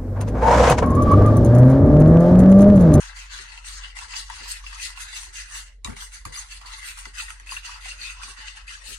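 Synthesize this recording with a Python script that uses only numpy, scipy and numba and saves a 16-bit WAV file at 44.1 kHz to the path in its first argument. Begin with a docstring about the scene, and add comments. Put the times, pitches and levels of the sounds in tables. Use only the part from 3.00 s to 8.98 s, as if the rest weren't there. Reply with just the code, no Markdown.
"""Wires of a whisk stutter over the wall of a plastic bowl and ring it, stroke after stroke.
They also tap the wall and slap the egg, which plops, froths and sprays; at times the bowl knocks on the counter.
A fridge hums low under it all. The bowl stands on a kitchen counter, to the right of a phone.
Noise clicks ring banks of resonances for wires, egg and counter; decaying sines make tones, plops and bubbles."""
import sys
import numpy as np
from scipy import signal
from scipy.io import wavfile
from scipy.ndimage import uniform_filter1d, map_coordinates
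from numba import njit

SR = 44100
rng = np.random.default_rng(int(sys.argv[2]) if len(sys.argv) > 2 else 0)


def dump_mix(stems):
    """Bounce the given channels to the path in sys.argv[1] as a 16-bit WAV at rate SR."""
    frames = np.atleast_2d(stems).T  # one column per channel
    limited = np.clip(frames, -1, 1)  # hard clip at full scale
    pcm = np.round(limited * 32767).astype(np.int16)
    wavfile.write(sys.argv[1], SR, pcm)


N = 263718


def undb(db):
    """Gain of a level in dB."""
    return 10 ** (np.asarray(db) / 20)


def level(x, db):
    """Scale to an rms level."""
    return x * undb(db) / np.sqrt(np.mean(x ** 2))


def columns(rows):
    """Curve columns at every sample."""
    s, *cols = np.transpose(rows)
    return [np.interp(np.arange(N) / SR, s, c) for c in cols]


@njit
def svf(x, hz, width, bend):
    """State-variable band-pass, gain 1 at the centre, which bend stretches sample by sample."""
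    y, b, l = np.empty(len(x)), 0., 0.
    g0, k = np.tan(np.pi * hz / SR), width / hz
    for i in range(len(x)):
        g = g0 * bend[i]
        v = (b + g * (x[i] + 1e-18 - l)) / (1 + g * (g + k))
        b, l, y[i] = 2 * v - b, l + 2 * g * v, k * v
    return y


def walk(rate):
    """Random levels held 1 / rate s and slewed twice; spread near 1."""
    k = int(SR / rate)
    steps = np.repeat(rng.standard_normal(N // k + 1), k)
    return 1.3 * uniform_filter1d(uniform_filter1d(steps, k), k)[:N]


def ring(x, hz, width, bend=np.ones(N)):
    """A steep resonance whose peak density does not depend on its width."""
    once = svf(x, 1. * hz, 1.5 * width, bend)
    return svf(once, 1. * hz, 1.5 * width, bend)


def rung(rows, attack_s, glide):
    """Damped tones from rows (start_s, peak_db, pitch_hz, t60_s); the pitch rises by glide over the ring."""
    out = np.zeros(N + SR)
    for s, db, hz, t60 in rows:
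        i, t60 = int(s * SR), np.clip(t60, .003, .5)
        t = np.arange(int(t60 * SR)) / SR
        swell = np.sin(np.minimum(t / attack_s, 1) * np.pi / 2) ** 2
        tone = np.sin(2 * np.pi * hz * t * (1 + glide * t / t60 / 2))
        out[i:i + len(t)] += undb(db) * tone * 1000 ** (-t / t60) * swell
    return out[:N]


def slips(rate, spread_db):
    """Dense stick-slip clicks of widely scattered size."""
    hit = rng.random(N) < rate / SR
    size_db = spread_db * np.minimum(rng.exponential(size=N), 4.5)
    return level(hit * rng.standard_normal(N) * undb(size_db), 0)


SHARED = 0.42  # power share of the slips that both ports hear alike


def ports(rate, spread_db):
    """Slips as each port gets them: those spread around the bowl add up differently left and right."""
    both, left, right = (slips(rate, spread_db) for _ in range(3))
    return np.sqrt(SHARED) * both + np.sqrt(1 - SHARED) * np.array([left, right])


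DRIFT = 0.028  # share by which the modes wander as the egg loads the wall


def pair(x, db, hz, width, spread_db, rate):
    """One mode whose loudness wanders at both ports together and at each alone."""
    both, bend = db + spread_db * walk(rate), 1 + DRIFT * walk(12)
    return np.array([ring(c * undb(both + 2. * walk(rate)), hz, width, bend) for c in x])


# background spectrum, relative: pitch_hz, density_db
KITCHEN_SPECTRUM = [(25, -14), (35, -0.5), (59, 3.5), (75, -13), (95, -16.5), (125, -31), (160, -28.5),
                    (220, -43.5), (400, -38), (600, -38), (1800, -93), (4000, -41), (14000, -63)]
KITCHEN_DB = -53.5


def kitchen():
    """Narrow bands of fluctuating noise; left and right grow alike towards the bass."""
    out, (at, dens) = 0, np.transpose(KITCHEN_SPECTRUM)
    for hz in 28 * 2 ** np.arange(0, 9, .4):
        mid, side = (ring(rng.standard_normal(N), hz, hz / 5) for _ in range(2))
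        swell_db = np.clip(hz / 34.0, 1.5, 6.5) * walk(14.)
        db = np.interp(np.log(hz), np.log(at), dens) + swell_db
        out = out + undb(db) * (mid + min(hz / 180.0, 1) * side * np.array([[1], [-1]]))
    return level(out, KITCHEN_DB)


# compressor hum: time_s, rms_db
HUM_LEVEL = [(0.0, -42.5), (0.03, -42.5), (0.43, -46.5), (0.92, -41.5), (1.1, -52.5), (1.13, -46),
             (1.3, -41.5), (1.35, -47.5), (1.7, -40.5), (1.86, -47.5), (2.88, -45.5), (3.76, -46),
             (3.9, -51.5), (4.03, -45), (5.45, -46.5), (5.98, -50)]
HUM_HZ = 44.23


def fridge():
    """The compressor's low tone, a sine that wavers in pitch and level."""
    hz = HUM_HZ + 0.842 * walk(17.0)
    gain = np.sqrt(2) * undb(columns(HUM_LEVEL)[0] + 0.12 * walk(6.7))
    return gain * np.sin(2 * np.pi * np.cumsum(hz) / SR)


ROOM_T60_S, ROOM_DB = 0.079, 2.5


def room(x, count=4):
    """Counter, wall and jars scatter the sound differently to each port, and anew as hand and whisk move about."""
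    t = np.arange(int(.25 * SR)) / SR
    tails = rng.standard_normal((count, 2, len(t))) * 1000 ** (-t / ROOM_T60_S)
    tails *= undb(ROOM_DB) / np.sqrt(np.sum(tails ** 2, axis=2, keepdims=True))
    share = np.array([undb(8 * walk(15)) for _ in range(count)])
    share /= np.sqrt(np.sum(share ** 2, axis=0))
    return sum(signal.oaconvolve(x * w, h, axes=1)[:, :N] for w, h in zip(share, tails))


# bowl on counter, levels relative: start_s, shudder_db, shudder_t40_s (5 ms at least), thump_hz, thump_peak_db
COUNTER_KNOCKS = [(0.391, -59, 0.12, 389, -48.5), (1.067, -57, 0.027, 206, -65),
                  (1.4, -47.5, 0.084, 254, -74), (2.275, -57, 0.032, 370, -50.5),
                  (2.851, -38.5, 0.027, 67.4, -33), (2.878, -34, 0.018, 212, -28.5),
                  (2.888, -40, 0.026, 72, -29.5), (2.893, -45.5, 0.084, 249, -33.5),
                  (2.918, -41, 0.03, 134, -38), (2.961, -64, 0.065, 204, -48),
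                  (3.255, -38, 0.054, 135, -46), (3.29, -51, 0.094, 135, -41),
                  (3.642, -56.5, 0.035, 258, -60), (4.061, -43.5, 0.026, 200, -72),
                  (4.092, -58, 0.034, 284, -58), (4.404, -61, 0.028, 244, -62.5),
                  (4.844, -66, 0.036, 230, -61), (5.384, -57, 0.037, 238, -62)]
# counter-top modes: pitch_hz, width_hz, relative_db
COUNTER_MODES = [(75, 42, 2), (102, 13, -1), (135, 46, -12), (193, 51, -3), (243.5, 45, -4),
                 (402.6, 26, 1.5), (489, 69, 0.5), (840, 180, -10), (1170, 290, -12)]


def knocks(stroke_db):
    """The bowl's foot bumps and shudders on the counter, which booms; every stroke also rocks it faintly."""
    t = np.arange(int(.2 * SR)) / SR
    push = np.zeros(N + len(t))
    for s, db, length, _, _ in COUNTER_KNOCKS:
        i = int(s * SR)
        shape = 100 ** (-t / max(length, .005)) * np.minimum(t / (0.14 * length), 1)
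        push[i:i + len(t)] += undb(db) * rng.standard_normal(len(t)) * shape
    rocking = undb(stroke_db - 39.5 + 8.0 * walk(17)) * slips(rate=770, spread_db=1.5)
    push = push[:N] + rocking
    thumps = rung([(s, db, hz, .13) for s, _, _, hz, db in COUNTER_KNOCKS], attack_s=0.0059, glide=0)
    boom = sum(undb(db) * ring(push, hz, width) for hz, width, db in COUNTER_MODES)
    return thumps + undb(26.0) * boom


# air pockets in the egg: start_s, relative_peak_db, pitch_hz, t60_s
AIR_PLOPS = [(0.03, -33, 910, 0.034), (0.388, -35, 1710, 0.033), (0.388, -31, 1070, .025),
             (0.97, -30, 1600, 0.026), (1.042, -28, 1585, 0.026), (1.299, -32, 850, 0.013),
             (1.3, -19, 1700, 0.015), (1.395, -30, 790, 0.028), (1.638, -29.5, 1090, 0.034),
             (1.727, -23.5, 1720, 0.028), (1.727, -29, 1180, .02), (1.973, -31, 1044, 0.068),
             (2.046, -32, 1360, 0.033), (2.848, -22, 1070, 0.02), (2.873, -22, 1070, 0.024),
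             (3.252, -27.5, 1110, 0.019), (3.254, -19, 2250, 0.012), (3.262, -23, 1510, 0.018),
             (3.372, -29, 1140, 0.071), (3.723, -35, 1090, 0.027), (4.054, -26, 1370, 0.03),
             (4.057, -33, 990, .03), (4.197, -15, 1320, 0.017), (4.222, -28, 833, 0.064),
             (4.304, -35, 1210, 0.016), (4.521, -33, 960, 0.027), (4.568, -18.5, 1600, .03),
             (4.571, -29, 1040, 0.028), (4.691, -21, 1074, 0.023), (4.772, -45, 1070, 0.02),
             (4.856, -22, 727, 0.049), (5.088, -31, 1510, .03), (5.232, -21, 1010, 0.025),
             (5.279, -32, 1040, 0.039), (5.573, -22.5, 1580, 0.028), (5.707, -29, 1635, 0.027),
             (5.708, -27, 1210, 0.024), (5.75, -23, 1600, 0.033)]


def plops():
    """Air pockets plop in the egg: damped tones that rise in pitch."""
    return undb(-9.0) * rung(AIR_PLOPS, attack_s=0.0018, glide=0.37)


BUBBLE_DB, BUBBLE_SPREAD_DB = 11, 3
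BUBBLE_LOW_HZ, BUBBLE_OCTAVES, BUBBLE_T60_CYCLES = 950, 2.63, 17.5


def bubbles(egg_db, count=900):
    """Small bubbles burst all through the froth, as loud as the egg is stirred; each port hears its own."""
    when, size, loud = rng.random((2, count, 3)).transpose(2, 0, 1)
    s, hz = when * (N - 1) / SR, BUBBLE_LOW_HZ * 2 ** (BUBBLE_OCTAVES * size)
    db = egg_db[(s * SR).astype(int)] + BUBBLE_DB - BUBBLE_SPREAD_DB * np.log(loud + 0.024)
    rows = np.stack([s, db, hz, BUBBLE_T60_CYCLES / hz], axis=2)
    return np.array([rung(port, attack_s=0.00056, glide=0.2) for port in rows])


# egg in the bowl: pitch_hz, width_hz, relative_db
EGG_MODES = [(820, 83, -2), (920, 200, -4.5), (894, 48, -3.5), (1040, 83, 1), (1203, 580, -3.5)]


def slosh():
    """Slaps of the thick liquid, coarser than the slips."""
    slaps = ports(rate=630, spread_db=3.0)
    modes = [pair(slaps, db, hz, width, spread_db=4.0, rate=28) for hz, width, db in EGG_MODES]
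    return level(sum(modes), 0)


# droplet hiss: pitch_hz, width_hz, relative_db
SPRAY_BANDS = [(12030, 3000, -55.5), (13600, 1500, -60), (15200, 5400, -68)]


def spray(speed_db):
    """The fastest part of a stroke tears a fine hiss of droplets off the wires; it grows faster than the scrape."""
    drops = ports(rate=6600, spread_db=1.0)
    return sum(pair(drops, db + 1.8 * speed_db, hz, width, spread_db=1.0, rate=13)
               for hz, width, db in SPRAY_BANDS)


# wire on wall, levels relative, crack re ring: start_s, ring_peak_db, ring_hz, crack_db
WIRE_TAPS = [(0.388, -29, 1760, -5), (0.576, -27.5, 2690, -7), (0.645, -33.5, 2640, -10),
             (0.836, -29, 2810, -23), (0.968, -33, 2890, 0), (0.988, -24, 2670, -3), (1.137, -26, 2580, -8),
             (1.164, -21.5, 4750, -24), (1.299, -30.5, 910, 2), (1.474, -34, 2580, -11),
             (1.175, -36, 8900, -9), (1.516, -20.5, 8270, -26), (1.665, -25, 2710, -27),
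             (1.798, -28, 2580, -4.5), (1.821, -29, 2880, -16), (1.974, -28, 2700, -6),
             (2.131, -30.5, 3530, -9), (2.163, -27, 2650, -9), (2.356, -28, 2790, -22),
             (2.554, -30, 2700, -3), (2.846, -22.5, 3800, 3.5), (2.847, -29, 2360, -4),
             (2.847, -32.5, 6800, -4.5), (3.253, -30.5, 6800, -4), (2.854, -59, 3700, 0),
             (2.873, -34, 1940, -1), (2.883, -44, 1580, 6), (2.903, -39, 2220, -5), (2.922, -42, 1500, -6),
             (2.966, -35, 2240, 2), (3.006, -32, 3180, -23), (3.021, -30, 1500, -18),
             (3.252, -29.5, 1170, 10), (3.341, -35, 3520, 2.5), (3.355, -25, 4730, -17),
             (3.372, -27, 6070, -13), (3.389, -24, 6630, -13), (4.856, -31, 2580, -3),
             (3.614, -39, 1130, 7), (3.887, -24.5, 2670, -26), (3.987, -31, 2860, -4),
             (4.054, -31.5, 2020, 5), (4.202, -22.5, 2700, -14), (4.282, -29.5, 1880, -12),
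             (4.304, -35, 1310, 9), (4.398, -38, 1730, 7), (4.471, -32.5, 2610, -5),
             (4.492, -27, 2680, -12), (4.512, -26.5, 4840, -11), (4.52, -25.5, 1070, 2),
             (4.566, -23, 2740, -6.5), (4.647, -33, 2770, -10), (4.743, -32.5, 4610, -6),
             (4.913, -27, 2760, -22), (5.014, -26, 4360, -19), (5.099, -26, 2660, -23),
             (5.233, -26.5, 2480, 0), (5.402, -31, 1800, -18), (5.482, -24.5, 2780, -37),
             (5.679, -31, 2570, -24), (5.693, -31, 2800, -26), (5.87, -37, 2900, -15)]
TAP_T60_S = 0.033


def taps():
    """Each tap is a short ring of the spot struck plus a crack through the whole wall, keen in the top modes."""
    t = np.arange(int(.03 * SR)) / SR
    cracks = np.zeros(N + len(t))
    snap = np.exp(-t / 0.00034) + 0.2 * np.exp(-t / 0.002)
    for (s, db, _, crack_db), noise in zip(WIRE_TAPS, rng.standard_normal((len(WIRE_TAPS), len(t)))):
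        i = int(s * SR)
        cracks[i:i + len(t)] += undb(db + crack_db) * noise * snap
    wall = sum(undb(db + 0.6 * (hz > 5200)) * ring(cracks[:N], hz, 2 * width)
               for hz, width, db in EGG_MODES + BOWL_MODES)
    spots = rung([row[:3] + (TAP_T60_S,) for row in WIRE_TAPS], attack_s=0.00022, glide=0)
    return undb(-2.5) * spots + undb(4.5) * wall


# whisk strokes, levels relative: start_s, rise_s, hold_s, scrape_db, brightness_db, egg_db, spray_db
WHISK_STROKES = [(0.0, 0.0017, 0.08, -43.5, -8, -52.5, 6), (0.144, 0.02, 0.06, -44.5, -6, -54.5, 4),
                 (0.296, 0.026, 0.098, -42, -8, -53.5, 0), (0.441, 0.067, 0.078, -49.5, -7, -57.5, -6),
                 (0.642, 0.029, 0.087, -42.5, -3, -56, -3), (0.759, 0.088, 0.011, -43, -14, -57, -4),
                 (0.95, 0.023, 0.064, -43, -5, -51, -4), (1.082, 0.055, 0.021, -39.5, -9, -51.5, 2),
                 (1.153, 0.0053, 0.028, -38.5, -2.5, -55, 0), (1.28, 0.05, 0.12, -42.5, -8, -53, -4),
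                 (1.416, 0.025, 0.02, -42.5, -9, -53, 10), (1.467, 0.018, 0.024, -40.5, 0, -70, 5),
                 (1.524, 0.025, 0.013, -45, -7.5, -53.5, 4), (1.627, 0.042, 0.0014, -43.5, -7.5, -59.5, -9),
                 (1.702, 0.027, 0.044, -45, -7, -52.5, -5), (1.781, 0.041, 0.039, -37, -4.5, -53, 0),
                 (1.958, 0.047, 0.011, -38.5, -4.5, -50.5, 0), (2.046, 0.01, 0.042, -45.5, -11, -67, -1),
                 (2.083, 0.049, 0.034, -43.5, -4, -57.5, -2), (2.142, 0.023, 0.0061, -38.5, -5, -55, 5),
                 (2.196, 0.011, 0.037, -48, -1.5, -55.5, 13), (2.327, 0.033, 0.051, -40, -5.5, -61.5, -5),
                 (2.482, 0.081, 0.015, -40.5, -3.5, -53, 6), (2.843, 0.0022, 0.05, -56.5, 3, -50.5, 13),
                 (2.959, 0.0066, 0.02, -45.5, -5, -54, 4), (2.984, 0.027, 0.008, -44.5, 0, -61.5, 8),
                 (3.117, 0.017, 0.001, -45, -3, -61, 5), (3.249, 0.002, 0.002, -52, 0, -54, 12),
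                 (3.322, 0.034, 0.034, -41.5, -2, -53, 4), (3.48, 0.043, 0.0067, -44, -3, -61, 2),
                 (3.61, 0.0036, 0.002, -56, -4, -54.5, -7), (3.653, 0.0096, 0.04, -44.5, -7.5, -54, 7),
                 (3.702, 0.019, 0.012, -41.5, -8.5, -62, 3), (3.759, 0.0084, 0.017, -51.5, 3, -56, 4),
                 (3.813, 0.051, 0.037, -41.5, -4, -59, 6), (3.964, 0.012, 0.0047, -43.5, -1, -53.5, -1),
                 (4.05, 0.0034, 0.001, -53.5, -0.5, -54, 1), (4.138, 0.058, 0.013, -38.5, -3.5, -54.5, 2),
                 (4.281, 0.0076, 0.0032, -45.5, -3, -56, -3), (4.394, 0.0023, 0.057, -59, -6.5, -62, -8),
                 (4.463, 0.049, 0.042, -40.5, -4, -54, 1), (4.625, 0.03, 0.054, -41.5, -7, -51.5, -3),
                 (4.733, 0.0072, 0.014, -47.5, -7.5, -50.5, 5), (4.805, 0.054, 0.057, -41.5, -6, -56, -2),
                 (4.979, 0.049, 0.07, -38.5, -7, -58.5, -1.9), (5.147, 0.032, 0.03, -46, -12.5, -55, -2),
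                 (5.203, 0.028, 0.012, -43, -4.5, -52.5, -3), (5.265, 0.019, 0.015, -46, -5, -54.5, 4),
                 (5.361, 0.01, 0.06, -42.5, -12.5, -54.5, -6.9),
                 (5.446, 0.028, 0.0033, -42.5, -7.5, -77, -4), (5.549, 0.019, 0.0055, -45.5, -9, -56, -6),
                 (5.668, 0.019, 0.048, -42.5, -6.5, -63, -6), (5.776, 0.034, 0.015, -52, -8, -60.5, 3),
                 (5.838, 0.052, 0.021, -40, -4, -87, 9)]
# wires land, speed up through RISE_DB, hold, then slow ever faster
LAND_S, RISE_DB, FADE_DB_S, BRAKE_DB_S2 = 0.0044, 11, 166, 145
SAG_DB_S, DULL_DB_S = 20, 11  # level and brightness lost while a stroke holds and drags
BRIGHTEN, EGG_FOLLOWS = 0.09, 0.55  # dB of brightness and of egg per dB of stroke shape
EGG_SETTLES_DB_S2 = 497  # the egg falls still ever faster once the wires leave it


def strokes():
    """Scrape level, brightness, egg level and spray in dB: overlapping strokes add their power."""
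    start, rise, hold, db, bright_db, egg_db, spray_db = np.transpose(WHISK_STROKES)[:, :, None]
    t = np.arange(0, N, 64) / SR
    since = t - start
    held = np.clip(since - rise, 0, hold)
    after = np.maximum(since - rise - hold, 0)
    landing = -RISE_DB * np.maximum(-since, 0) / LAND_S
    rising = -RISE_DB * np.clip(1 - since / np.maximum(rise, .002), 0, 1)
    slowing = -FADE_DB_S * after - BRAKE_DB_S2 * after ** 2
    shape = landing + rising - SAG_DB_S * held + slowing
    power = undb(np.maximum(2 * (db + shape), -240))  # doubled dB: power
    egg_shape = EGG_FOLLOWS * shape - EGG_SETTLES_DB_S2 * after ** 2
    egg = undb(np.maximum(2 * (egg_db + egg_shape), -240))
    mean = lambda v: np.sum(power * v, axis=0) / power.sum(axis=0)
    bright = mean(bright_db + BRIGHTEN * np.maximum(shape, -40) - DULL_DB_S * held)
    scrape_level, egg_level = (10 * np.log10(p.sum(axis=0)) for p in (power, egg))
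    return columns(np.transpose([t, scrape_level, bright, egg_level, mean(spray_db)]))


# bowl wall: pitch_hz, width_hz, relative_db
BOWL_MODES = [(1610, 314, -0.5), (1947, 230, 0), (2345, 380, -4), (2470, 310, -5), (2673, 300, 1.5),
              (2920, 210, -1.5), (3338, 164, -5), (3754, 790, -4), (4480, 590, -1.5), (4830, 490, -4),
              (5500, 470, -4.5), (6030, 580, -3), (6316, 770, -3.5), (7080, 500, -8.5), (7930, 225, -5),
              (8420, 470, -3.5), (8740, 1050, -7), (9720, 1080, -6), (10480, 2000, -13.5)]
SWEEP_DB = 1.17  # each part of the wall that the wires cross favours other modes


def scrape(bright_db, full_db):
    """Slips of many wires ring the wall; as they travel each mode swells and fades; fast strokes favour high ones."""
    wires, chatter = [ports(rate=2500, spread_db=2.5) for _ in range(2)], 1.15 * walk(110)
    out = 0
    for k, (hz, width, db) in enumerate(BOWL_MODES):
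        octaves = np.log2(hz / 2800)
        high_db = np.clip(octaves / 1.36, 0, 2.5) * (bright_db + 5.5)
        low_db = np.clip(-octaves / .5, 0, 1) * (full_db + 6.5)
        mode_db = db + chatter + high_db + low_db + SWEEP_DB * walk(11)
        out = out + pair(wires[k % 2], mode_db, hz, width, spread_db=2.0, rate=45)
    return out * undb(12.)


# place of the bowl: time_s, left_minus_right_db, left_lag_ms
BOWL_PLACE = [(0, 4.5, 0.92), (1.8, 2, 0.87), (2.1, 2, 1.012), (3.9, 1.5, 0.95), (4.1, 1.9, 0.853),
              (5.4, 1.5, 0.8), (5.98, 7.5, 0.75)]
THIN = 0.35  # dB of fullness lost per dB of stroke level


def scene():
    """The bowl is nearer the right port, so the left hears its direct sound late; PLACE sets the balance."""
    stroke_db, bright_db, egg_db, spray_db = strokes()
    full_db = np.clip(-7.5 - THIN * (stroke_db + 44.5), -16, 0)
    pan_db, lag_ms = columns(BOWL_PLACE)
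    whisk = undb(stroke_db - 3.5) * scrape(bright_db, full_db) + undb(egg_db - 3.5) * slosh() + bubbles(egg_db)
    hits = taps() + plops()
    # a small thin bowl radiates little below its lowest mode, and wet plastic swallows the top
    thin = signal.butter(8, [730., 11500.], "band", fs=SR, output="sos")
    hit_treble = undb(-8.0) * ring(hits, 15000.0, 3700.0)
    mist = undb(spray_db) * spray(stroke_db + bright_db + 47.5) + hit_treble
    bumps = knocks(stroke_db)
    near = signal.sosfilt(thin, whisk + hits) + mist + bumps
    near[0] = map_coordinates(near[0], [np.arange(N) - lag_ms * SR / 1000], order=3)
    body = signal.sosfilt(thin, whisk + undb(-4.0) * hits)
    far = room(body + undb(0.5) * mist + undb(-12.5) * bumps)
    return (near + far) * undb(np.array([pan_db, -pan_db]) / 2) + fridge() + kitchen()


TOP_HZ = 15800


def record(dry):
    """The left port is duller in the top octave; the phone cuts the top."""
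    dulled = 1.18 * svf(dry[0], 12140.0, 8600.0, np.ones(N))
    dry = dry - np.array([dulled, 0 * dry[1]])
    return signal.sosfilt(signal.ellip(10, .2, 80, TOP_HZ, fs=SR, output="sos"), dry)


dry = scene()
out = record(dry)
dump_mix(out)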